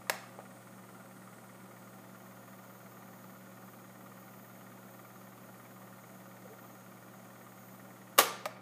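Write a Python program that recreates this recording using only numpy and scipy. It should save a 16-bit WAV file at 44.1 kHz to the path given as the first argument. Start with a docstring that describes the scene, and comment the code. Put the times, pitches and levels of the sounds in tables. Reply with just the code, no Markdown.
"""In a quiet room, a small plastic record player runs empty while a hand swings its tone arm.
Under a faint hiss the motor hums, and a high spot on the drive wheel rubs once a turn. The arm
clicks as it leaves its rest, and later come two faint blips. At the end of its swing the arm trips
the switch with a loud snap, then knocks once more as the hiss fades. Each blow makes the plastic
ring and rattle, and the room echoes it."""
import sys
import numpy as np
from scipy import signal
from scipy.fft import irfft
from scipy.io import wavfile

SR = 44100
rng = np.random.default_rng(int(sys.argv[2]) if len(sys.argv) > 2 else 0)


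def bounce(signal):
    """Save signal as a 16-bit WAV file at the path given by the first command-line argument."""
    frames = np.transpose(np.atleast_2d(signal))
    limited = np.clip(frames, -1, 1)
    pcm = np.round(limited * 32767).astype(np.int16)
    wavfile.write(sys.argv[1], SR, pcm)


N = 379701
TIME = np.arange(N) / SR


def amp(db):
    """Turns decibels into a number to multiply by."""
    return 10 ** (np.asarray(db) / 20)


def unit_level(x):
    """Scales a sound so that its average (rms) level is one."""
    return x / np.sqrt(np.mean(x ** 2) + 1e-20)


def look_up(points, hz):
    """Reads between the rows of a table, spacing frequencies by octaves."""
    row_hz, value = np.transpose(points)
    return np.interp(np.log(hz + 1), np.log(row_hz + 1), value)


def add(mix, start_s, sound):
    """Adds a sound to the mix at its start time."""
    part = mix[round(start_s * SR):][:len(sound)]
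    part += sound[:len(part)]


def noise(gain, size=N):
    """Noise of level one; gain(hz) sets how strong each frequency is."""
    hz = np.fft.rfftfreq(size, 1 / SR)
    random_phases = np.exp(2j * np.pi * rng.random(len(hz)))
    return unit_level(irfft(gain(hz) * random_phases, size))


def coloured_noise(colour, size=N):
    """Noise whose balance of low and high comes from a table."""
    return noise(lambda hz: amp(look_up(colour, hz)), size)


def noise_band(centre_hz, width_hz):
    """Noise around one frequency; around zero it is a slow drift."""
    return noise(lambda hz: np.exp(-((hz - centre_hz) / width_hz) ** 2 / 2))


# The room's echo. Each row: frequency in Hz, seconds to fade by 60 dB.
ECHO_FADE = [(200, 1), (500, 0.5), (1200, 0.57), (2700, 0.59), (5500, 0.51), (11000, 0.31), (15000, 0.15)]
# The echo's tone. Each row: frequency in Hz, relative level in dB.
ECHO_COLOUR = [(150, -15), (400, -1.5), (900, -1.5), (2500, -4), (6000, -3.5), (10000, -2), (15000, 1)]
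def room_echo(sound, build_s):
    """Reflections from the walls build up quickly, then die away, the high notes first."""
    hz, t, bands = signal.stft(rng.standard_normal(SR), SR, nperseg=256)
    level_db = look_up(ECHO_COLOUR, hz)[:, None] - 60 * t / look_up(ECHO_FADE, hz)[:, None]
    tail = signal.istft(bands * amp(level_db), SR, nperseg=256)[1]
    tail *= 1 - np.exp(-(np.arange(len(tail)) / SR / build_s) ** 2)
    return signal.fftconvolve(sound, tail / np.linalg.norm(tail))


# The smooth hiss. Each row: frequency in Hz, relative level in dB.
HISS_COLOUR = [(100, -14), (2500, -2.5), (3300, -0.4), (4300, -1.5), (5800, -2.5), (6900, 4), (7600, -1),
               (9000, 0), (11000, -1), (12400, -1.5), (13200, -0.5), (15200, 1)]
# Thin sizzles. Each row: centre in Hz, width in Hz, level in dB close by, level in dB further back.
SIZZLES = [(6630, 230, -83, -75.5), (8180, 250, -73.5, -81.5), (8880, 120, -78, -84.5),
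           (9770, 240, -76.5, -80), (12400, 200, -87, -77), (14230, 400, -75, -67)]
# Where the listener is. Each row: time in seconds, place from 0 (by the arm rest) to 1 (further back).
LISTENER_PLACE = [(1.4, 0), (2.3, 0.94), (6.7, 1), (7.3, 0.86)]
def hiss(level_db=-64, fade_db_per_s=21, sizzle_fade_db_per_s=60, wander_db=1.6):
    """A hiss whose sizzle shifts as the listener moves; after the snap it fades, sizzle first."""
    how_far_back = np.interp(TIME, *np.transpose(LISTENER_PLACE))
    since_snap = np.maximum(TIME - SWITCH_BLOWS[0][0], 0)
    out = amp(level_db - fade_db_per_s * since_snap) * coloured_noise(HISS_COLOUR)
    for hz, width_hz, close_db, back_db in SIZZLES:
        db = close_db + (back_db - close_db) * how_far_back
        db += wander_db * noise_band(0, width_hz=2.5)
        out += amp(db - sizzle_fade_db_per_s * since_snap) * noise_band(hz, width_hz)
    return out


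# Two blips. Each row: start in seconds, length in seconds, first and last pitch in Hz, level in dB.
BLIP_NOTES = [(6.445, 0.033, 530, 480, -46.5), (6.483, 0.071, 412, 463, -50.5)]
def blips():
    """Faint, hollow tones that swell and fade while their pitch slides."""
    out = np.zeros(N)
    for start_s, length_s, first_hz, last_hz, db in BLIP_NOTES:
        hz = np.linspace(first_hz, last_hz, int(length_s * SR))
        tone = np.sin(2 * np.pi * np.cumsum(hz) / SR)
        add(out, start_s, amp(db) * np.hanning(len(hz)) * tone)
    return out


# The motor's tones. Each row: pitch in Hz, level in dB, waver from 0 (steady) to 1 (all noise).
MOTOR_TONES = [(120, -62.5, 0.01), (189, -59.5, 0.2), (239.5, -71, 0.6), (307, -75, 0.6),
               (357.6, -70.5, 0.4), (541, -68, 0.38), (561, -75.5, 0.54), (664, -72, 0.47),
               (766, -71.5, 0.89)]
# The drive's whirr. Each row: frequency in Hz, relative level in dB.
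WHIRR_COLOUR = [(25, -51), (60, -25), (100, -13.5), (150, -1.5), (185, 2.5), (250, 1.5), (420, -4.5),
                (550, -2), (760, -2.5), (900, -5.5), (1400, -6.5), (1650, -15.5), (2200, -17), (4000, -31)]
def motor(whirr_db=-57):
    """The motor gives a steady mains hum and wavering running tones over a low whirr."""
    out = amp(whirr_db) * coloured_noise(WHIRR_COLOUR)
    for hz, db, waver in MOTOR_TONES:
        steady = np.sqrt(2 * (1 - waver ** 2)) * np.sin(2 * np.pi * hz * TIME)
        out += amp(db) * (steady + waver * noise_band(hz, width_hz=8.5))
    return out


# The wheel slows a touch midway. Each row: time in seconds, speed in turns per second.
WHEEL_SPEED = [(4.2, 18.29), (5, 18.2)]
# The wheel's rub. Each row: frequency in Hz, relative level in dB.
RUB_COLOUR = [(300, -23), (700, -9.5), (1100, -3.5), (1230, 7), (1300, -6), (1400, 5.5), (1560, -9),
              (1710, -14), (1830, 2.5), (1920, -4.5), (2400, -10), (2650, -20.5), (3300, -16.5),
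              (3900, -25.5), (6000, -31)]
def drive_wheel(rub_db=-61.5, uneven_db=0.5, start_turns=-0.28, fade_turns=0.34):
    """A high spot on the wheel rubs once a turn, with a weaker touch later in the turn."""
    speed = np.interp(TIME, *np.transpose(WHEEL_SPEED))
    turns = start_turns + np.cumsum(speed) / SR
    touch = lambda at_turn: np.exp(-(((turns - at_turn) % 1) / fade_turns) ** 2)
    steady, high_spot, weaker_touch = 0.22, touch(0), 0.33 * touch(0.6)
    pressure = np.sqrt(steady ** 2 + high_spot ** 2 + weaker_touch ** 2)
    level = amp(rub_db + uneven_db * noise_band(0, width_hz=17))
    return level * unit_level(pressure * coloured_noise(RUB_COLOUR))


def strike_plastic(blows, notes, rattle_colour, ring_db, rattle_db, lowest_hz, echo_db, echo_ring_db):
    """Each blow rings a few clear notes and a rattle of many crowded ones; the room answers."""
    out = np.zeros(N)
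    t = np.arange(SR // 4) / SR
    ring = sum(amp(db - 60 * t / fade_s) * np.sin(2 * np.pi * hz * t) * (-1) ** k
               for k, (hz, db, fade_s) in enumerate(notes))
    # small plastic parts give off little bass
    bass_cut = signal.butter(3, lowest_hz, "high", fs=SR, output="sos")
    for start_s, db, treble_hz, fade_s in blows:
        rattle = coloured_noise(rattle_colour, len(t)) * amp(-60 * t / fade_s)
        parts = signal.sosfilt(bass_cut, [amp(db + ring_db) * ring, amp(db + rattle_db) * rattle])
        # a softer blow has less treble
        pole = np.exp(-2 * np.pi * treble_hz / SR)
        tone, crack = signal.lfilter([(1 - pole) ** 2], np.poly([pole, pole]), parts)
        add(out, start_s, tone + crack)
        # the notes are heard mostly close by; the crack fills the room
        echo = room_echo(amp(echo_ring_db) * tone + crack, build_s=0.0037)
        add(out, start_s, amp(echo_db) * echo)
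    return out


# The arm's knocks. Each row: start in seconds, relative level in dB, treble limit in Hz (higher
# for a harder blow), seconds for the rattle to fade by 60 dB.
ARM_BLOWS = [(0.0968, -20, 13000, 0.02), (0.0988, -23, 15000, 0.016), (0.1007, -27.5, 3500, 0.015),
             (0.3888, -23.5, 450, .022), (8.4556, -33, 10500, 0.043), (8.4570, -19, 1210, 0.007),
             (8.4602, -29.5, 1190, .014)]
# The arm's ringing. Each row: pitch in Hz, relative level in dB, seconds to fade by 60 dB.
ARM_NOTES = [(580, -3.5, 0.029), (637, -11.5, 0.11), (777, -3.5, 0.045), (1247, 0, 0.03),
             (1890, -9.5, 0.02), (2180, -4, 0.019), (6270, -10, 0.016)]
# The arm's rattle. Each row: frequency in Hz, relative level in dB.
ARM_COLOUR = [(100, -30), (330, -21), (550, -0.5), (1200, -3.5), (2200, 0.5), (3200, -6.5), (6500, -5),
              (10000, -10.5), (15000, -6.5)]
def tone_arm():
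    """The arm clicks lightly as it leaves its rest and knocks once more after the snap."""
    return strike_plastic(ARM_BLOWS, ARM_NOTES, ARM_COLOUR, ring_db=-5, rattle_db=1.5,
                          lowest_hz=362, echo_db=-10, echo_ring_db=-5)


# The switch's snap. Each row: start in seconds, relative level in dB, treble limit in Hz,
# seconds for the rattle to fade by 60 dB.
SWITCH_BLOWS = [(8.1792, -29, 13000, 0.043), (8.1857, -17, 14100, 0.092), (8.1868, -12.5, 9000, 0.04),
                (8.1903, -21, 10000, 0.024), (8.1973, -19, 6500, 0.13)]
# The case's ringing. Each row: pitch in Hz, relative level in dB, seconds to fade by 60 dB.
CASE_NOTES = [(345, -18, 0.1), (446, -6, 0.075), (534, -9, 0.077), (653, -17, 0.06), (808, -13.5, 0.12),
              (1088, -5, 0.055), (1197, 1, 0.045), (1380, -5.5, 0.099), (1885, -15, 0.074),
              (2240, -7.5, 0.049), (2784, -7, 0.039), (3000, -11, 0.043), (5370, -18, .06),
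              (6390, -10.5, 0.076)]
# The case's rattle. Each row: frequency in Hz, relative level in dB.
CASE_COLOUR = [(80, -33), (170, -12), (420, -2), (700, -1), (1200, -3.5), (1600, -3.5), (2800, -4.5),
               (4000, -5), (6500, -5.5), (9000, -6), (14500, 0)]
def switch_snap():
    """The switch lets go, strikes home and bounces, making the plastic case ring."""
    return strike_plastic(SWITCH_BLOWS, CASE_NOTES, CASE_COLOUR, ring_db=-1.5, rattle_db=3.5,
                          lowest_hz=217, echo_db=-8.5, echo_ring_db=-8)


def scene():
    """The clicks and the snap over the running player, in one channel."""
    clicks = tone_arm() + switch_snap()
    drive = motor() + drive_wheel()
    return (clicks + drive + hiss() + blips())[None]


def record(dry, highest_hz=15300):
    """Cuts away the very highest treble."""
    treble_cut = signal.firwin(511, highest_hz, window=("kaiser", 9), fs=SR)
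    return signal.oaconvolve(dry, treble_cut[None], "same")


dry = scene()
out = record(dry)
bounce(out)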